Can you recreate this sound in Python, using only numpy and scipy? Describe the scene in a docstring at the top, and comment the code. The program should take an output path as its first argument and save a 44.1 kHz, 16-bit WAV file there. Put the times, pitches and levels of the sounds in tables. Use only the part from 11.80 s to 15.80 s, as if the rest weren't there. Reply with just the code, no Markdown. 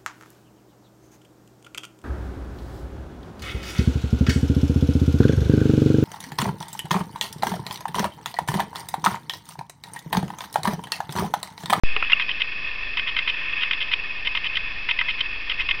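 """Lens focusing in a dry garden bed

Outdoors, the microphone close to a camera's lens. The focus drive makes short scratchy moves, mostly
four at a time: each knocks as it starts, rasps, and knocks as it stops, ringing the lens barrel.
A small servo whirrs in the housing over hiss and the rumble of outdoor air.
The recorder wakes with a thump, and a few plastic clicks follow."""
import sys
import numpy as np
from scipy.fft import rfft, irfft, next_fast_len
from scipy.io import wavfile
from scipy.ndimage import map_coordinates

SR = 44100
rng = np.random.default_rng(int(sys.argv[2]) if len(sys.argv) > 2 else 0)


def generate_wav(sig):
    """Save sig (samples, or channels by samples) to the path in sys.argv[1] as 16-bit PCM at SR."""
    pcm = np.round(np.clip(np.atleast_2d(sig).T, -1, 1) * 32767).astype(np.int16)
    wavfile.write(sys.argv[1], SR, pcm)


N = 176400


def amp(db):
    """Decibels to gain."""
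    return 10 ** (np.asarray(db) / 20)


def unit(x):
    """Scale to rms 1."""
    return x / np.sqrt(np.mean(x ** 2) + 1e-20)


def colour(points, hz):
    """Gain at hz of a curve of (f/Hz, level/dB) points, on a log frequency axis."""
    f, db = np.transpose(points)
    return amp(np.interp(np.log(hz + 1), np.log(f), db))


def resonances(modes, f):
    """Causal response of (f/Hz, width/Hz, level/dB) modes, with notches between them."""
    return sum(amp(db) * 1j * f * width / (hz * hz - f * f + 1j * f * width) for hz, width, db in modes)


def filtered(x, response):
    """Pass x through a response given as a function of frequency."""
    size = next_fast_len(2 * len(x))
    return irfft(rfft(x, size) * response(np.fft.rfftfreq(size, 1 / SR)), size)[:len(x)]


def noise(spectrum, size):
    """Coloured noise of rms 1."""
    return unit(filtered(rng.standard_normal(size), lambda f: colour(spectrum, f)))


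def grainy_noise(size, depth_db, rate_hz):
    """White noise whose level glides to a new random value rate_hz times a second."""
    white = rng.standard_normal(size)
    wobble = map_coordinates(rng.standard_normal(size), [np.arange(size) * rate_hz / SR], order=1)
    return white * amp(depth_db * wobble)


def add(out, start_s, x):
    """Mix x into out at start_s."""
    part = out[round(start_s * SR):][:len(x)]
    part += x[:len(part)]


# Hiss behind everything: f/Hz, relative level/dB
HISS_SPECTRUM = [(100, 6), (200, 4.5), (400, 4), (700, 1.5), (1500, -1.5), (4000, 0), (4350, 0.5),
                 (4650, 0), (4900, 3.5), (5300, -2), (5700, -10), (6000, -40)]
# Garden air at the microphone: f/Hz, relative level/dB
AIR_SPECTRUM = [(8, -13.5), (18, -4.5), (27, 0), (42, -21), (70, -19), (100, -22), (140, -29), (300, -46.5),
                (1000, -87)]
# Slow swell of that air: t/s, relative level/dB
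AIR_SWELL = [(0, -5), (.5, -2), (2.3, -1.5), (2.8, 2.5), (3.3, -2), (3.8, 4)]

def background(air_db=-43, hiss_db=-44.5, whine_db=-62.5, whine_hz=4513):
    """Outdoor air rumbles and swells under steady hiss and a faint electronic whine."""
    t = np.arange(N) / SR
    swell_db = np.interp(t, *np.transpose(AIR_SWELL))
    rumble = amp(air_db + swell_db) * noise(AIR_SPECTRUM, N)
    hiss = amp(hiss_db) * noise(HISS_SPECTRUM, N)
    whine = amp(whine_db) * np.sin(2 * np.pi * whine_hz * t)
    return hiss + whine + rumble


# Course of the whirr, before its trim: t/s, level/dB
SERVO_LEVELS = [(0.04, -31), (0.11, -30.5), (0.31, -29), (0.69, -32.5), (1.03, -31.5), (1.68, -28.5),
                (1.96, -28.5), (2.17, -32), (4.0, -31.5)]
# Resonances of the servo: f/Hz, width/Hz, relative level/dB
SERVO_RESONANCES = [(1044, 34, -17), (1190, 260, -15), (1530, 23, -19), (1842, 105, -5), (2201, 110, -8.5),
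                    (2554, 146, 2), (2860, 56, -19.5), (3100, 180, -22), (3300, 190, -14.5)]
# Broad colour of the whirr at the microphone: f/Hz, relative level/dB
SERVO_COLOUR = [(100, -21.5), (800, -12.5), (1000, -1.5), (2600, 3), (2950, -3.5), (3450, 1.5),
                (3750, -14.5), (6000, -18)]

def servo(trim_db=0.5):
    """Close by, the servo's restless fine chatter rings the housing all the time."""
    level_db = np.interp(np.arange(N) / SR, *np.transpose(SERVO_LEVELS))
    chatter = grainy_noise(N, depth_db=2, rate_hz=88.46)
    whirr = filtered(chatter, lambda f: resonances(SERVO_RESONANCES, f) * colour(SERVO_COLOUR, f))
    return amp(level_db + trim_db) * unit(whirr)


# Modes of the hollow body: f/Hz, relative level/dB, t60/s
HOLLOW_MODES = [(435, -1.5, 0.11), (776, -7, 0.19), (1010, 1.5, 0.035), (1140, -9, 0.087)]
# Rattle within a click: f/Hz, relative level/dB
RATTLE_SPECTRUM = [(100, -14), (450, -17), (750, -16.5), (1280, 0.5), (1700, -9), (2200, 0), (2950, -1),
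                   (3300, -14), (4000, -19.5), (6000, -48)]
# Clicks of the housing: t/s, ring level/dB, ring f/Hz, rattle/dB and hollow/dB relative to the ring
HOUSING_CLICKS = [(0.1634, -9.5, 2800, -2, -21), (0.2247, -16, 2590, 1.5, -48),
                  (0.246, -20, 2820, -10, -56), (0.3312, 0, 2762, -19.5, -46),
                  (2.1966, -16.5, 2630, -29, -51.5)]

def housing_clicks(rise_s=0.00202, fall_s=0.0026):
    """Near the microphone the plastic rings and rattles briefly; the hollow body rings faintly on."""
    out, t = np.zeros(N), np.arange(SR // 6) / SR
    envelope = np.minimum(t / rise_s, 1) * np.exp(-np.maximum(t - rise_s, 0) / fall_s)
    hollow = sum(amp(db - 60 * t / t60) * np.sin(2 * np.pi * hz * t) for hz, db, t60 in HOLLOW_MODES)
    for start_s, level_db, ring_hz, rattle_db, hollow_db in HOUSING_CLICKS:
        ring = np.sin(2 * np.pi * ring_hz * t)
        rattle = amp(rattle_db) * noise(RATTLE_SPECTRUM, len(t))
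        click = envelope * (ring + rattle) + amp(hollow_db) * hollow
        add(out, start_s, amp(level_db) * click)
    return out


# Resonances of the lens barrel: f/Hz, width/Hz, relative level/dB
BARREL_MODES = [(985, 52, -12), (1117, 42, -11), (1313, 48, -12), (1570, 48, -11.5), (2113, 71, 4.5),
                (2539, 170, 4.5), (2776, 140, 1), (3036, 110, 4), (3160, 57, -10.5), (3717, 100, -8.5),
                (4060, 140, -14.5), (5390, 520, -34)]
# What the housing lets through to the microphone: f/Hz, relative level/dB
HOUSING_PASSBAND = [(100, -16), (800, -19.5), (950, 5), (3700, 4.5), (3860, -8), (4080, -3.5),
                    (4350, -13.5), (5000, -5), (6000, -20)]

def barrel_scrape(envelope, tilt_db_per_octave, rms_s):
    """Grainy friction rings the barrel inside its housing; the energy is that of rms 1 for rms_s."""
    friction = envelope * grainy_noise(len(envelope), depth_db=2, rate_hz=910)
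    tilt = lambda f: amp(tilt_db_per_octave * np.log2(np.clip(f, 2000, 3200) / 2500))
    response = lambda f: resonances(BARREL_MODES, f) * colour(HOUSING_PASSBAND, f) * tilt(f)
    ringing = filtered(friction, response)
    return ringing * np.sqrt(rms_s * SR / np.sum(ringing ** 2))


# Moves of the focus drive: t/s, start knock level/dB, its tilt/(dB per octave),
# rasp level/dB, stop knock level/dB, its tilt/(dB per octave)
FOCUS_MOVES = [(0.297, -22.5, -11.5, -29, -15.5, 0), (0.397, -18, -7.5, -28, -23, 12),
               (0.491, -21, -7, -31, -23, 32), (0.595, -41, 8, -27.5, -16, 6),
               (1.171, -21, 2, -29.5, -20.5, 2.5), (1.271, -26.5, -12, -26.0, -26, 5),
               (1.365, -18, -9, -30, -17, 6.5), (1.475, -21, -13.5, -23.5, -19, 13.5),
               (1.81, -29.5, 10, -24.5, -18, -7), (1.91, -17, -4, -33, -20.5, 7),
               (2.004, -26, 3, -24.5, -24.5, 20), (2.113, -30.5, -5.5, -24, -15, 6.0),
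               (2.449, -32, 6.5, -27.5, -16.5, 2.5), (2.55, -20.5, -4, -30, -19.5, -6.5),
               (2.643, -23.5, 3, -27.5, -23, 35.5), (2.748, -43, -4, -25, -17, 3),
               (3.088, -19.5, -9, -25, -16, 4.5), (3.189, -16.5, -4, -28, -17.5, -17),
               (3.284, -21.5, -18, -25.0, -26, 13.5), (3.384, -36.5, -6.5, -31, -16.5, 13.0),
               (3.696, -20, 6.5, -26, -22.5, -11), (3.795, -27, -17, -25, -28, 9.5),
               (3.888, -18.5, -4.5, -28, -15.5, 7)]

def focus_drive(travel_s=0.0226, rasp_tilt=2.5):
    """Right by the microphone, each move knocks, rasps along its travel and knocks to a stop."""
    attack_s, hold_s, t60_s, knock_rms_s = 0.001, 0.0049, 0.011, 0.0072
    out, t = np.zeros(N), np.arange(SR // 10) / SR
    knock = np.minimum(t / attack_s, 1) * amp(-60 * np.maximum(t - hold_s, 0) / t60_s)
    travel = np.minimum(t / travel_s * 4, 1) * (t < travel_s)
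    for start_s, start_db, start_tilt, rasp_db, stop_db, stop_tilt in FOCUS_MOVES:
        knock_s = start_s - attack_s / 2
        add(out, knock_s, amp(start_db) * barrel_scrape(knock, start_tilt, knock_rms_s))
        add(out, start_s, amp(rasp_db) * barrel_scrape(travel, rasp_tilt, travel_s))
        add(out, knock_s + travel_s, amp(stop_db) * barrel_scrape(knock, stop_tilt, knock_rms_s))
    return out


def scene():
    """One microphone: the lens close up, the garden air behind."""
    return (focus_drive() + housing_clicks() + servo() + background())[None]


def record(dry, wake_s=0.036, top_hz=5950):
    """The recorder wakes with a thump as its input offset drains to a rest value; the band ends steeply."""
    thump_db, rest_db, hold_s, decay_s = -10, -31.5, 0.01, 0.076
    t = np.arange(N) / SR - wake_s
    offset = amp(rest_db) + amp(thump_db) * np.exp(-np.maximum(t - hold_s, 0) / decay_s)
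    awake = np.clip((dry[0] - offset) * (t > 0), -1, 1)
    return filtered(awake, lambda f: 1 / np.sqrt(1 + (f / top_hz) ** 100))[None]


dry = scene()
out = record(dry)
generate_wav(out)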